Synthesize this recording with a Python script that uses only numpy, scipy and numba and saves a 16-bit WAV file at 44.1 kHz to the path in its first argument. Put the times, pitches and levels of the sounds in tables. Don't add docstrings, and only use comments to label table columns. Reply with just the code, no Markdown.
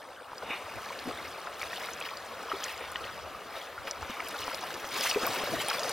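import sys
import numpy as np
from scipy import signal
from scipy.fft import rfft, irfft
from scipy.io import wavfile
from scipy.ndimage import uniform_filter1d
from numba import njit

SR = 44100
rng = np.random.default_rng(int(sys.argv[2]) if len(sys.argv) > 2 else 0)


def dump(signal):
    limited = np.clip(np.atleast_2d(signal).T, -1, 1)
    pcm = np.round(limited * 32767).astype(np.int16)
    wavfile.write(sys.argv[1], SR, pcm)


N = 261072
TIME, BINS = np.arange(N) / SR, np.fft.rfftfreq(N, 1 / SR)

# (time [s], level above an easy walk [dB])
STIRRING = [(0, -9), (.3, -12), (.55, -3.5), (1.27, 1), (1.5, -4.5), (1.85, 1), (2.3, -3.5), (2.75, -5),
            (3.05, -0.5), (3.3, -8), (3.76, -10), (4.1, 0), (4.7, 5.5), (5.11, -1.5), (5.22, 12), (5.5, 11),
            (5.92, 7)]
# (time [s], gurgle level [dB], length scale [s], slosh relative to gurgle [dB])
GULPS = [(0.435, -43, 0.013, -5.5), (0.504, -44.5, 0.015, -2.5), (0.878, -46, 0.12, -20),
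         (1.09, -38.5, 0.016, -1), (1.22, -50, .02, 1.5), (1.838, -45, 0.017, -19),
         (2.422, -43.5, 0.022, -9), (2.55, -43, 0.089, -24), (3.878, -38, .006, -18),
         (4.345, -44, 0.023, -10), (4.76, -57, 0.033, 9.5), (4.967, -40.5, 0.042, -7.5),
         (5.12, -34.5, 0.025, -27), (5.237, -35, 0.019, -11), (5.345, -35.5, .035, -12),
         (5.543, -41, 0.032, 2.5), (5.747, -40.5, 0.026, -9), (5.873, -33.5, 0.037, -14)]
# (time [s], splash level [dB], length scale [s], spray relative to splash [dB])
SPLASHES = [(0.877, -49.5, 0.026, -5), (1.612, -44.5, 0.03, -5), (1.762, -42, 0.078, -8),
            (2.059, -40, 0.012, -29), (2.512, -45.5, 0.026, -21), (2.661, -42, 0.07, -9.5),
            (3.067, -48.5, 0.022, -13), (3.572, -45.5, 0.046, -10.5), (3.885, -41.5, 0.015, -14),
            (4.29, -46.5, 0.032, -4.5), (4.427, -42.5, 0.046, -2.5), (4.547, -42.5, .03, -4.5),
            (5.016, -36, 0.065, 1), (5.063, -33.5, 0.036, -14), (5.708, -34.5, 0.028, -26),
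            (5.915, -45, 0.015, 10.5)]
# (frequency [Hz], relative density [dB per Hz])
SLOSH_COLOUR = [(60, -38), (110, 1.5), (160, -6.5), (220, -2.5), (330, -1), (450, -1.5), (700, -14)]
GURGLE_COLOUR = [(250, -61), (450, 2.5), (650, 4), (900, 2), (1250, 3.5), (1700, -4.5), (2600, -5.5)]
SPLASH_COLOUR = [(1000, -5.5), (1700, 0.5), (2200, 2), (3400, -1.5), (4300, -6), (5200, -5), (6300, -20),
                 (8500, -13.5)]
SPRAY_COLOUR = [(4000, 4.5), (6000, 4), (7500, -4.5), (8800, -4.5), (11000, -5), (16000, -8)]
SLOSH_DB, GURGLE_DB, SPLASH_DB, SPRAY_DB = -57.5, -48, -48.5, -56.5
SLOSH_GROWTH, GURGLE_GROWTH, SPLASH_GROWTH, SPRAY_GROWTH = 0.84, 0.87, 0.87, 1.16
BODY_DB = -8
RISE_SHARE, FALL_SHARE = 0.88, 1.16
# (time [s], level before trim and attack [dB], starting pitch [Hz], ring to 1/e before a floor [cycles])
DRIPS = [(0.318, -25, 957, 1.2), (0.332, -24.5, 920, 1.7), (0.381, -29, 4900, 6.9),
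         (0.926, -32.5, 2240, 11), (0.991, -24, 4350, 3), (1.057, -34, 245, 2.9), (1.074, -29, 284, 3.9),
         (1.103, -28, 710, 2.2), (1.111, -28, 1200, 3), (1.472, -23, 1380, 2.5), (1.615, -23.5, 2280, 6.5),
         (1.631, -13.5, 1900, 0.85), (1.731, -22.5, 1850, 4.5), (1.857, -24, 10820, 1.3),
         (1.887, -24.5, 1380, 4), (1.935, -26, 6320, 6.1), (2.003, -16.5, 7560, 0.59),
         (2.012, -23.5, 2550, 4.9), (2.024, -26, 3220, 5.8), (2.089, -27, 2340, 5.5),
         (2.171, -27, 4650, 6.5), (2.517, -15.5, 1244, 3.5), (2.534, -27, 390, 5.8),
         (2.635, -25.5, 3200, 10), (2.64, -16, 6460, 2.6), (2.643, -20.5, 5840, 4.5),
         (2.809, -33, 472, 4.8), (2.84, -20.5, 1190, 0.67), (2.918, -17, 8600, 0.63),
         (2.953, -27.5, 1030, 4.5), (2.958, -17.5, 1880, 3.1), (2.958, -19, 2920, 4.3),
         (3.041, -25, 3100, 3), (3.779, -28.5, 1404, 9.6), (3.873, -13, 2180, 0.7), (3.879, -26, 1570, 4.5),
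         (3.911, -16.5, 5750, 5), (4.028, -15, 1020, 0.6), (4.097, -24.5, 225, 0.6),
         (4.197, -26.5, 1256, 6.8), (4.203, -23.5, 2180, 4.5), (4.286, -12, 11300, 0.66),
         (4.343, -30, 1420, 14), (4.48, -12.5, 1000, 0.48), (4.546, -15.5, 5100, 2),
         (4.844, -14.5, 1250, 0.65), (5.01, -14.5, 5200, 3.9), (5.041, -14, 9030, 0.8),
         (5.113, -12.5, 2900, 3.2), (5.146, -23, 2530, 10), (5.16, -18.5, 408, 5.6), (5.17, -24, 478, 5.7),
         (5.233, -21, 320, 1.5), (5.267, -12.5, 13700, 5.8), (5.272, -19, 1110, 3.6),
         (5.436, -16.5, 563, 1.1), (5.535, -21.5, 660, 4.7), (5.685, -13.5, 9260, 3.3),
         (5.7, -14.5, 4930, 4.9), (5.712, -19.5, 1360, 3.4), (5.795, -8, 5270, 0.74),
         (5.833, -21, 4870, 7.9), (5.894, -6, 7900, 0.72)]
# (time [s], level [dB], length scale [s])
SWISHES = [(0.518, -35.5, 0.032), (2.83, -44.5, 0.027), (4.12, -45.5, 0.045)]
# (frequency [Hz], relative density [dB per Hz])
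SWISH_COLOUR = [(300, -40), (900, 0), (1300, -6), (1750, -9), (2300, 0.5), (2600, -1.5), (2950, -1.5),
                (3300, -34), (3600, -3), (4500, -36)]
# (frequency [Hz], relative density [dB per Hz])
EARLY_RIFFLE = [(25, -30), (70, -20), (130, -21), (280, -12), (400, -6), (520, 1), (680, -1), (900, -1.5),
                (1300, -0.5), (2200, -13.5), (4300, -19), (6800, -25), (8700, -25), (15000, -31)]
LATER_RIFFLE = [(25, -22), (80, -30), (180, -13), (300, -10), (500, -0.5), (680, 1), (900, -3), (1250, 1),
                (1750, -7), (3500, -14), (5200, -19), (7000, -23.5), (11000, -25.5), (16000, -29)]
EARLY_RIFFLE_DB, LATER_RIFFLE_DB = -48.5, -44
FADE_START_S, FADE_END_S = 0.28, 0.56
# (time [s], level [dB], length scale [s])
PUFFS = [(0.647, -56, 0.016), (0.774, -52, 0.026), (1.14, -57, 0.021), (1.308, -56, 0.028),
         (1.686, -56, 0.033), (2.4, -58, 0.028), (2.896, -51.5, 0.023), (3.014, -47, 0.032),
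         (3.23, -55, 0.15), (3.81, -50, 0.022), (4.017, -49, 0.032), (4.428, -54, 0.028),
         (4.57, -57, 0.027), (5.57, -49, 0.019)]
# (frequency [Hz], relative density [dB per Hz])
WIND_COLOUR = [(20, -42), (45, -20), (75, -7.5), (110, -12), (180, -27), (400, -24)]
BREEZE_DB = -63.5
# (time [s], level [dB])
INSECTS = [(0, -71), (.35, -72), (.6, -66), (1.1, -70), (2, -79), (5.92, -89)]
# (frequency [Hz], relative density [dB per Hz])
INSECT_COLOUR = [(7000, -35), (8300, -10), (8700, -1), (8950, -24), (9400, -22), (11000, -40)]
# (frequency [Hz], likeness [0 to 1])
LIKENESS = [(40, 0.66), (90, 0.26), (250, 0.9), (1500, .99), (2600, 0.94), (4400, 0.87), (6500, 0.99),
            (8500, 0.2), (15000, 0.8)]
# (frequency [Hz], left minus right [dB])
BALANCE_LR = [(50, 7), (90, -2.5), (180, 3), (500, 2), (1200, 1.5), (2300, 0.4), (3000, 1.5), (4700, 2.2),
              (5600, 1.4), (7500, -2.5), (9000, -3), (12000, -1), (15000, -0.5)]
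# (frequency [Hz], lead of the left [radians])
PHASE_LR = [(3800, 0.075), (4600, -0.62), (6600, -0.96), (7600, -1), (8600, -0.43), (10300, -0.054),
            (12000, 0.31), (14500, 0.54)]
EDGE_HZ = 15950


def wading():
    pockets = cloud(147.9, 541, spread_db=1.0, cycles=2.77, count=700)
    large = cloud(398.7, 1874, spread_db=3.5, cycles=3.5, count=3000)
    small = cloud(1496, 6320, spread_db=3.0, cycles=5.75, count=4500)
    droplets = cloud(5140, 14500, spread_db=3.0, cycles=1.5, count=2500)

    gulps = sum(surge(s, db, length) for s, db, length, _ in GULPS)
    deep_gulps = sum(surge(s, db + deep, length) for s, db, length, deep in GULPS)
    splashes = sum(surge(s, db, length) for s, db, length, _ in SPLASHES)
    fine_splashes = sum(surge(s, db + fine, length) for s, db, length, fine in SPLASHES)

    stir = level(STIRRING)
    slosh_power = (amp(SLOSH_DB) * stir ** SLOSH_GROWTH) ** 2 + deep_gulps
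    gurgle_power = (amp(GURGLE_DB) * stir ** GURGLE_GROWTH) ** 2 + gulps + amp(BODY_DB) ** 2 * splashes
    splash_power = (amp(SPLASH_DB) * stir ** SPLASH_GROWTH) ** 2 + splashes
    spray_power = (amp(SPRAY_DB) * stir ** SPRAY_GROWTH) ** 2 + fine_splashes

    slosh = water(SLOSH_COLOUR, pockets, np.sqrt(slosh_power), merge_db=-45, patchy_db=-3.0, flicker_db=2.0)
    gurgle = water(GURGLE_COLOUR, large, np.sqrt(gurgle_power), merge_db=-29.0, patchy_db=3.0, flicker_db=-0.5)
    splash = water(SPLASH_COLOUR, small, np.sqrt(splash_power), merge_db=-36, patchy_db=3.6, flicker_db=2.5)
    spray = water(SPRAY_COLOUR, droplets, np.sqrt(spray_power), merge_db=-50, patchy_db=6.0, flicker_db=5.0)
    return slosh + gurgle + splash + spray


def drips(rise=0.01, attack_cycles=0.32, lag_us=10, trim_db=-1,
          fragment_db=-12, fragment_s=0.0044, scatter_octaves=0.37, count=5):
    s, db, hz, cycles = np.array(DRIPS, float).T[:, :, None]
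    late, detune, side = rng.random((len(s), 3, count + 1)).transpose(1, 0, 2)
    child = np.arange(count + 1) > 0
    start = s - child * fragment_s * np.log(1 - .95 * late)
    size = amp(db + trim_db + child * fragment_db)
    pitch = np.minimum(hz * 2 ** (child * scatter_octaves * (3 * detune - 1)), SR * .4)
    life = np.maximum(cycles, .7) * np.where(child, .5, 1) + child * .5
    lag_s = lag_us * 1e-6 * np.sign(side - .5)
    glide = np.full(start.size, rise)
    return ring(start.ravel(), size.ravel(), pitch.ravel(), life.ravel(), glide, lag_s.ravel(),
                max(attack_cycles, .01))


def swish():
    power = sum(surge(*row) for row in SWISHES)
    return np.sqrt(power) * wash(SWISH_COLOUR, patchy_db=1.5, flicker_db=1)


def riffle():
    blend = np.clip((TIME - FADE_START_S) / (FADE_END_S - FADE_START_S), 0, 1)
    early = amp(EARLY_RIFFLE_DB) * wash(EARLY_RIFFLE, patchy_db=3.5, flicker_db=0.0)
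    later = amp(LATER_RIFFLE_DB) * wash(LATER_RIFFLE, patchy_db=2.4, flicker_db=-0.06)
    return np.sqrt(1 - blend) * early + np.sqrt(blend) * later


def wind():
    puffs = sum(amp(db) ** 2 * np.exp(-((TIME - s) / length) ** 2) for s, db, length in PUFFS)
    power = amp(BREEZE_DB) ** 2 + puffs
    return np.sqrt(power) * wash(WIND_COLOUR, patchy_db=2.5, flicker_db=-0.5)


def insects():
    return level(INSECTS) * wash(INSECT_COLOUR, patchy_db=0, flicker_db=0.5)


def water(colour, bubbles, stir, merge_db, patchy_db, flicker_db):
    share = 1 / (1 + stir / amp(merge_db))
    separate = np.sqrt(share) * coloured(bubbles, colour)
    merged = np.sqrt(1 - share) * wash(colour, patchy_db, flicker_db)
    return stir * (separate + merged)


def surge(s, db, length):
    t = (TIME - s) / length
    t = t / np.where(t < 0, RISE_SHARE, FALL_SHARE)
    return amp(db) ** 2 / np.cosh(np.clip(t, -20, 20)) ** 2


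def cloud(low_hz, high_hz, spread_db, cycles, count, rise=0.037, lag_us=11):
    when, pitch, big, damping, glide, side = rng.random((count, 6)).T
    hz = np.minimum(low_hz * (high_hz / low_hz) ** pitch, SR * .4)
    size = amp(spread_db * np.minimum(-np.log(1 - big), 4)) * hz / low_hz
    life = cycles * 2 ** (2 * damping - 1)
    lag_s = lag_us * 1e-6 * np.sqrt(3) * (2 * side - 1)
    return ring(when * N / SR, size, hz, life, 2 * rise * glide, lag_s, 0.74)


@njit
def ring(start, size, hz, cycles, rise, lag, attack_cycles):
    out = np.zeros((2, N))
    for k in range(len(start)):
        first, life = int(start[k] * SR), cycles[k] / hz[k] * SR
        step = 2 * np.pi * hz[k] / SR
        turn = np.exp(1j * step - 1 / life)
        bend = np.exp(1j * step * rise[k] / life)
        port = np.exp(1j * np.pi * hz[k] * lag[k])
        swing, closed, opening = size[k] + 0j, 1.0, np.exp(-hz[k] / SR / attack_cycles)
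        for i in range(max(first, 0), min(first + int(5 * life), N)):
            out[0, i] += (1 - closed) * (swing * port).imag
            out[1, i] += (1 - closed) * (swing / port).imag
            swing *= turn
            turn *= bend
            closed *= opening
    return out


def wash(colour, patchy_db, flicker_db):
    hz = np.fft.rfftfreq(512, 1 / SR)
    a, b, c, d, patches = rng.standard_normal((5, N // 128 + 5, len(hz)))
    patches = uniform_filter1d(uniform_filter1d(patches, size=10, axis=0), size=6, axis=1)
    flicker = evened(uniform_filter1d(rng.standard_normal(len(a)), size=7))[:, None]
    alike = np.clip(read(LIKENESS, hz), 0, 1)
    left = a + 1j * b
    right = alike * left + np.sqrt(1 - alike ** 2) * (c + 1j * d)
    frames = np.array([left, right]) * amp(patchy_db * evened(patches) + flicker_db * flicker)
    noise = signal.istft(frames, nperseg=512, noverlap=384, time_axis=1, freq_axis=2)[1][:, :N]
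    return coloured(noise, colour)


def coloured(x, colour):
    low_skirt = 1 + (colour[0][0] / (BINS + 1) / 2) ** 4
    high_skirt = 1 + (BINS / colour[-1][0] / 2) ** 4
    skirts = 1 / np.sqrt(low_skirt * high_skirt)
    return evened(irfft(rfft(x) * skirts * amp(read(colour, BINS)), N))


def level(rows):
    s, db = np.transpose(rows)
    return amp(np.interp(TIME, s, db))


def read(points, hz):
    f, value = np.transpose(points)
    return np.interp(np.log(hz + 1), np.log(f + 1), value)


def evened(x):
    return x / np.sqrt(np.mean(x ** 2) + 1e-20)


def amp(db):
    return 10 ** (np.asarray(db) / 20)


def scene():
    return wading() + drips() + swish() + riffle() + wind() + insects()


def record(dry):
    half = amp(read(BALANCE_LR, BINS) / 2) * np.exp(.5j * read(PHASE_LR, BINS))
    ports = irfft(rfft(dry) * np.array([half, 1 / half]), N)
    lowpass = signal.firwin(511, EDGE_HZ, window=("kaiser", 9), fs=SR)
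    return signal.oaconvolve(ports, lowpass[None], "same")


dry = scene()
out = record(dry)
dump(out)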